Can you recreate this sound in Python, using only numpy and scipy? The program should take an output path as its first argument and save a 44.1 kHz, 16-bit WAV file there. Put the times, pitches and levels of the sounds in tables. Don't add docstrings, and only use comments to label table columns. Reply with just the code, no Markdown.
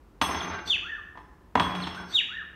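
import sys
import numpy as np
from scipy import signal
from scipy.fft import rfft, irfft
from scipy.io import wavfile
from scipy.ndimage import uniform_filter1d

SR = 44100
rng = np.random.default_rng(int(sys.argv[2]) if len(sys.argv) > 2 else 0)


def master(y):
    cut = np.clip(np.atleast_2d(y).T, -1, 1)
    pcm = np.round(cut * 32767)
    wavfile.write(sys.argv[1], SR, pcm.astype(np.int16))


N = 112455


def amp(db):
    return 10 ** (np.asarray(db) / 20)


def unit(x):
    return x / np.sqrt(np.mean(x ** 2) + 1e-20)


def read(points, hz):
    f, value = np.transpose(points)
    return np.interp(np.log(hz + 1), np.log(f + 1), value)


def add(mix, start_s, sound):
    part = mix[round(start_s * SR):][:len(sound)]
    part += sound[:len(part)]


def swell(size, rise_s):
    return 1 - np.exp(-np.arange(size) / SR / rise_s)


def noise(colour):
    spectrum = rfft(rng.standard_normal(N))
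    return unit(irfft(spectrum * amp(read(colour, np.fft.rfftfreq(N, 1 / SR))), N))


def burst(colour, scatter_t60_s, rise_s):
    size = 4096
    t = np.arange(size) / SR
    scatter = rfft(rng.standard_normal(size) * swell(size, rise_s) * amp(-60 * t / scatter_t60_s))
    scatter /= np.sqrt(uniform_filter1d(abs(scatter) ** 2, size=24) + 1e-12)
    log_gain = np.log(amp(read(colour, abs(np.fft.fftfreq(size, 1 / SR)))))
    minimum_phase = np.exp(np.conj(signal.hilbert(log_gain)))
    body = np.fft.ifft(minimum_phase).real[:size // 2]
    out = signal.fftconvolve(irfft(scatter)[:size // 2], body)
    return out / np.linalg.norm(out) * np.sqrt(SR / 100)


def ring(hz, db, t60_s):
    t = np.arange(SR * 3 // 2) / SR
    phase = rng.choice([0, np.pi], len(hz))
    envelopes = amp(db[:, None] - 60 * t / t60_s[:, None])
    return (envelopes * np.sin(2 * np.pi * hz[:, None] * t + phase[:, None])).sum(0)


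def room(x, tail_db, echo_db):
    # frequency in Hz, t60 in seconds.
    tail_t60 = [(60, 1.13), (200, 1.53), (500, 0.85), (1000, 0.89), (2000, 0.8), (3300, 0.55), (6000, .7),
                (9000, 0.21), (15000, 0.82)]
    # delay in seconds, level in dB before echo_db is added.
    echoes = [(.0042, -17.5), (.0085, -23.5), (.0185, -21.5), (.025, -18), (.034, -14)]
    onset_s = 0.0027
    hz, t, z = signal.stft(rng.standard_normal(2 * SR), SR, nperseg=512)
    fade = amp(-60 * t / read(tail_t60, hz)[:, None])
    tail = signal.istft(z * fade, SR, nperseg=512)[1]
    tail *= 1 - np.exp(-(np.arange(len(tail)) / SR / onset_s) ** 2)
    response = amp(tail_db) * tail / np.linalg.norm(tail)
    response[0] += 1
    for delay_s, db in echoes:
        response[round(delay_s * SR)] += amp(db + echo_db)
    return signal.fftconvolve(x, response)[:N]


def murmur():
    # frequency in Hz, relative density in dB per Hz.
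    ambience = [(25, -21), (45, 6.5), (70, 3), (110, -6.5), (180, -9), (350, -7.5), (650, -19),
                (1050, -16.5), (2000, -28), (4000, -36), (8000, -41.5), (16000, -44)]
    return amp(-55) * noise(ambience)


def spoon():
    # start in seconds, board knock in dB, metal clack in dB,
    # clack sharpness in dB per octave above sharp_from_hz, spoon ring in dB,
    # contact point (0 = bowl, 1 = handle), rise in seconds.
    blows = [(.2138, -23.5, -23, -1, -38, 0, .001), (0.2214, -26.5, -27, 3, -46, 0.47, .001),
             (.233, -29, -40, -5, -38.5, 0.43, .002), (.288, -27.5, -37, -8, -61, 0.49, .004),
             (.345, -30, -35, -12, -48.5, 0.12, 0.021), (1.152, -48, -68.5, -5.5, -77.5, 0.67, .003),
             (1.172, -42, -56.5, -2.5, -78, 0.74, .006), (1.186, -49.5, -64.5, -6, -78.5, 0.57, 0.0052),
             (1.5532, -14, -30, 0.5, -50.5, .6, 0.0014), (1.572, -22, -37, -10, -53, .6, .003),
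             (1.597, -23, -21, -5.5, -38.5, 0.86, 0.00033), (1.603, -18, -53, -1, -43.5, 0.67, .001),
             (1.662, -36.5, -50, -11, -62, 1, .002), (1.749, -52, -36, 1, -51.5, 0.38, .004),
             (1.80, -57, -38, -10, -43.5, 1, .012), (1.868, -34, -33.5, -2, -51, 1, .012),
             (1.945, -48, -40, -1, -51.5, 0.53, .012), (1.997, -40.5, -59, -17, -69, 0, .01)]
    # frequency in Hz, level struck on the bowl in dB, on the handle in dB, t60 in seconds.
    spoon_modes = [(1046, -5, -2, .5), (2702, -6, -11, .3), (3341, 2, 11, .42), (4177, -14, -18, .4),
                   (5354, -10, -9, .8), (6167, -1, -12, .85), (8464, -7, -15, .45), (8610, -7, -22, .4),
                   (9704, -9, -15, .45), (10250, -22, -27, .45), (11400, -15, -30, .4),
                   (12120, -23, -26, .45), (12651, -18, -30, .45), (13767, -25, -31, .4),
                   (14950, -23, -28, .3)]
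    # frequency in Hz, level in dB, t60 in seconds.
    board_modes = [(71.84, -16.5, 0.91), (180.3, -8, 0.74), (295, -15, 0.39), (419, -16.5, 0.36),
                   (702, -16.5, 0.1), (830, -19.5, 0.54), (945, -12.5, 0.22), (1177, -18.5, .4)]
    # frequency in Hz, relative density in dB per Hz.
    knock_colour = [(40, -38.5), (80, 1), (130, -8.5), (280, 1.5), (500, -9), (800, 3.5), (1050, 5.5),
                    (1400, -8), (2000, -8), (3000, -28), (6000, -61), (16000, -75)]
    clack_colour = [(200, -14.5), (900, 4.5), (1600, 6), (2200, -2), (2800, 5), (3600, 0), (4800, -8.5),
                    (7000, -18), (10000, -33.5), (16000, -29.5)]
    knock_t60_s, clack_t60_s, sharp_from_hz = 0.036, 0.028, 4000
    twin_low_hz, twin_high_hz, twin_db = -22.932, 20.286, -5
    board_db = -6.5
    knocks, rings, boards = np.zeros((3, N))
    hz, bowl_db, handle_db, t60_s = np.transpose(spoon_modes)
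    for start_s, knock_db, clack_db, sharpness, ring_db, point, rise_s in blows:
        sharpened = [(f, db + sharpness * max(np.log2(f / sharp_from_hz), 0)) for f, db in clack_colour]
        knock = amp(knock_db) * burst(knock_colour, knock_t60_s, rise_s)
        clack = amp(clack_db) * burst(sharpened, clack_t60_s, rise_s)
        add(knocks, start_s, knock + clack)

        mode_db = ring_db + bowl_db + point * (handle_db - bowl_db)
        twin_hz = hz + rng.uniform(twin_low_hz, twin_high_hz, len(hz))
        metal = ring(hz, mode_db, t60_s) + ring(twin_hz, mode_db + twin_db, t60_s)
        add(rings, start_s, metal * swell(len(metal), rise_s))

        wood = amp(knock_db + board_db) * ring(*np.transpose(board_modes))
        add(boards, start_s, wood * swell(len(wood), rise_s))
    boom = room(boards, tail_db=-2.5, echo_db=-17)
    contacts = room(knocks + chatter(), tail_db=-4, echo_db=0)
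    return boom + contacts + room(rings, tail_db=-4, echo_db=-6)


def chatter():
    # start in seconds, end in seconds, starting level in dB, fade in dB per second.
    chatters = [(0.264, 0.597, -36, 8.5), (1.687, 2.04, -41, 15.5)]
    # frequency in Hz, relative density in dB per Hz.
    tick_colour = [(40, -25), (80, 5), (130, -13.5), (300, 5), (520, -5.5), (950, 4), (1600, -2),
                   (2200, -4), (3200, -10), (4500, -17.5), (7000, -40.5), (16000, -60)]
    ticks_per_s, tick_low_db, tick_high_db = 220, -9.36, 4.4
    t = np.arange(N) / SR
    ticks = (rng.random(N) < ticks_per_s / SR) * rng.choice([-1, 1], N)
    ticks = ticks * amp(rng.uniform(tick_low_db, tick_high_db, N))
    level = np.zeros(N)
    for start_s, end_s, db, fade_db_per_s in chatters:
        level += (t > start_s) * (t < end_s) * amp(db - fade_db_per_s * np.maximum(t - start_s, 0))
    tick = burst(tick_colour, scatter_t60_s=0.028, rise_s=0.00067)
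    return signal.fftconvolve(unit(ticks) * level, tick / np.linalg.norm(tick))[:N]


def whistle(note):
    # multiple of the pitch, level in dB at overtone_peak_hz.
    overtones = [(2, -27), (3, -37), (4, -50.5), (5, -51.5)]
    overtone_peak_hz, overtone_fall_db_per_oct = 3630, 29
    waver_rms, soft_waver_rms, soft_below_db = 0.0039, 0.018, -37.5
    flutter_rms_db, flutter_cutoff_hz, edge_s = 2.5, 92.5, 0.0013
    s, hz, db = np.transpose(note)
    t = np.arange(s[0], s[-1], 1 / SR)
    level_db = np.interp(t, s, db)
    lowpass = signal.butter(2, flutter_cutoff_hz, fs=SR, output="sos")
    slow = signal.sosfilt(lowpass, rng.standard_normal((2, N)))
    waver, flutter = (unit(v)[:len(t)] for v in slow)

    unsteady = waver_rms + soft_waver_rms / (1 + amp(level_db - soft_below_db) ** 2)
    glide = uniform_filter1d(np.interp(t, s, hz), size=260, mode="nearest")
    pitch_hz = glide * (1 + unsteady * waver)
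    phase = 2 * np.pi * np.cumsum(pitch_hz) / SR
    overtone_gain = amp(-overtone_fall_db_per_oct * abs(np.log2(pitch_hz / overtone_peak_hz)))
    harmonics = sum(amp(k_db) * np.sin(round(k) * phase) for k, k_db in overtones)
    tone = np.sin(phase) + overtone_gain * harmonics
    edges = np.clip(np.minimum(t - t[0], t[-1] - t) / edge_s, 0, 1)
    return s[0], tone * amp(level_db + flutter_rms_db * flutter) * edges


def bird():
    # time in seconds, pitch in Hz, level in dB.
    notes = [
        [(.388, 4600, -38), (.398, 3810, -50), (.409, 3380, -29.5), (.42, 2880, -50)],
        [(.52, 1410, -50), (.545, 1574, -32.5), (.575, 1563, -42), (.62, 1370, -55)],
        [(.675, 3430, -33.5), (.69, 3617, -35.5), (.702, 3595, -19.5), (.712, 3430, -19.5), (.721, 3190, -23),
         (.74, 2730, -21.5), (.752, 2515, -26.5), (.76, 2170, -35.5), (.772, 1540, -34)],
        [(.822, 1136, -50.5), (.86, 1429, -39), (.88, 1720, -40.5), (.9, 1828, -29), (.925, 1787, -33.5),
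         (.95, 1691, -35.5), (.97, 1458, -43), (.997, 1140, -45.5)],
        [(1.82, 4489, -37), (1.832, 3970, -36), (1.843, 3280, -34), (1.853, 2880, -41)],
        [(1.96, 1390, -46.5), (1.985, 1597, -36.5), (2.01, 1530, -46), (2.04, 1350, -49)],
        [(2.123, 3280, -46), (2.14, 3650, -32), (2.15, 3790, -20), (2.16, 3688, -18), (2.17, 3373, -16),
         (2.184, 2970, -20), (2.198, 2684, -19.5), (2.208, 1940, -33.5), (2.222, 1520, -36)],
        [(2.288, 1183, -49), (2.32, 1460, -40.5), (2.338, 1713, -36.5), (2.36, 1840, -34.5),
         (2.39, 1759, -32.5), (2.41, 1531, -42.5), (2.432, 1184, -48)],
    ]
    # centre in seconds, standard deviation in seconds, peak level in dB.
    rasps = [(0.682, 0.013, -39.5), (2.131, 0.027, -45)]
    # frequency in Hz, relative density in dB per Hz.
    rasp_colour = [(1500, 1), (3200, -3.5), (4000, 1.5), (4500, 10), (5200, -10), (6000, 6), (7000, -22),
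                   (8200, -4.5), (9700, -51), (11800, -9.5), (13000, -39.5), (16000, -52)]
    t = np.arange(N) / SR
    puffs = sum(amp(db) * np.exp(-.5 * ((t - s) / width_s) ** 2) for s, width_s, db in rasps)
    voice = noise(rasp_colour) * puffs
    for note in notes:
        add(voice, *whistle(note))
    return room(voice, tail_db=-3.5, echo_db=2.5)


def scene():
    return (murmur() + spoon() + bird())[None]


def record(dry):
    low_cut_hz, high_cut_hz = 21.6, 15750
    threshold_db, squeeze, recover_db_per_s = -21.5, 0.46, 12.5
    dry = signal.sosfilt(signal.butter(2, low_cut_hz, "high", fs=SR, output="sos"), dry)
    power = signal.lfilter(np.ones(400) / 400, 1, dry[0] ** 2)
    fall_db = np.arange(N) / SR * recover_db_per_s
    held_db = np.maximum.accumulate(10 * np.log10(power + 1e-12) + fall_db) - fall_db
    over_db = np.maximum(held_db - threshold_db, 0)
    ducked = dry * amp(-squeeze * uniform_filter1d(over_db, size=200))
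    lowpass = signal.firwin(511, high_cut_hz, window=("kaiser", 9), fs=SR)
    return signal.oaconvolve(ducked, lowpass[None], "same")


dry = scene()
out = record(dry)
master(out)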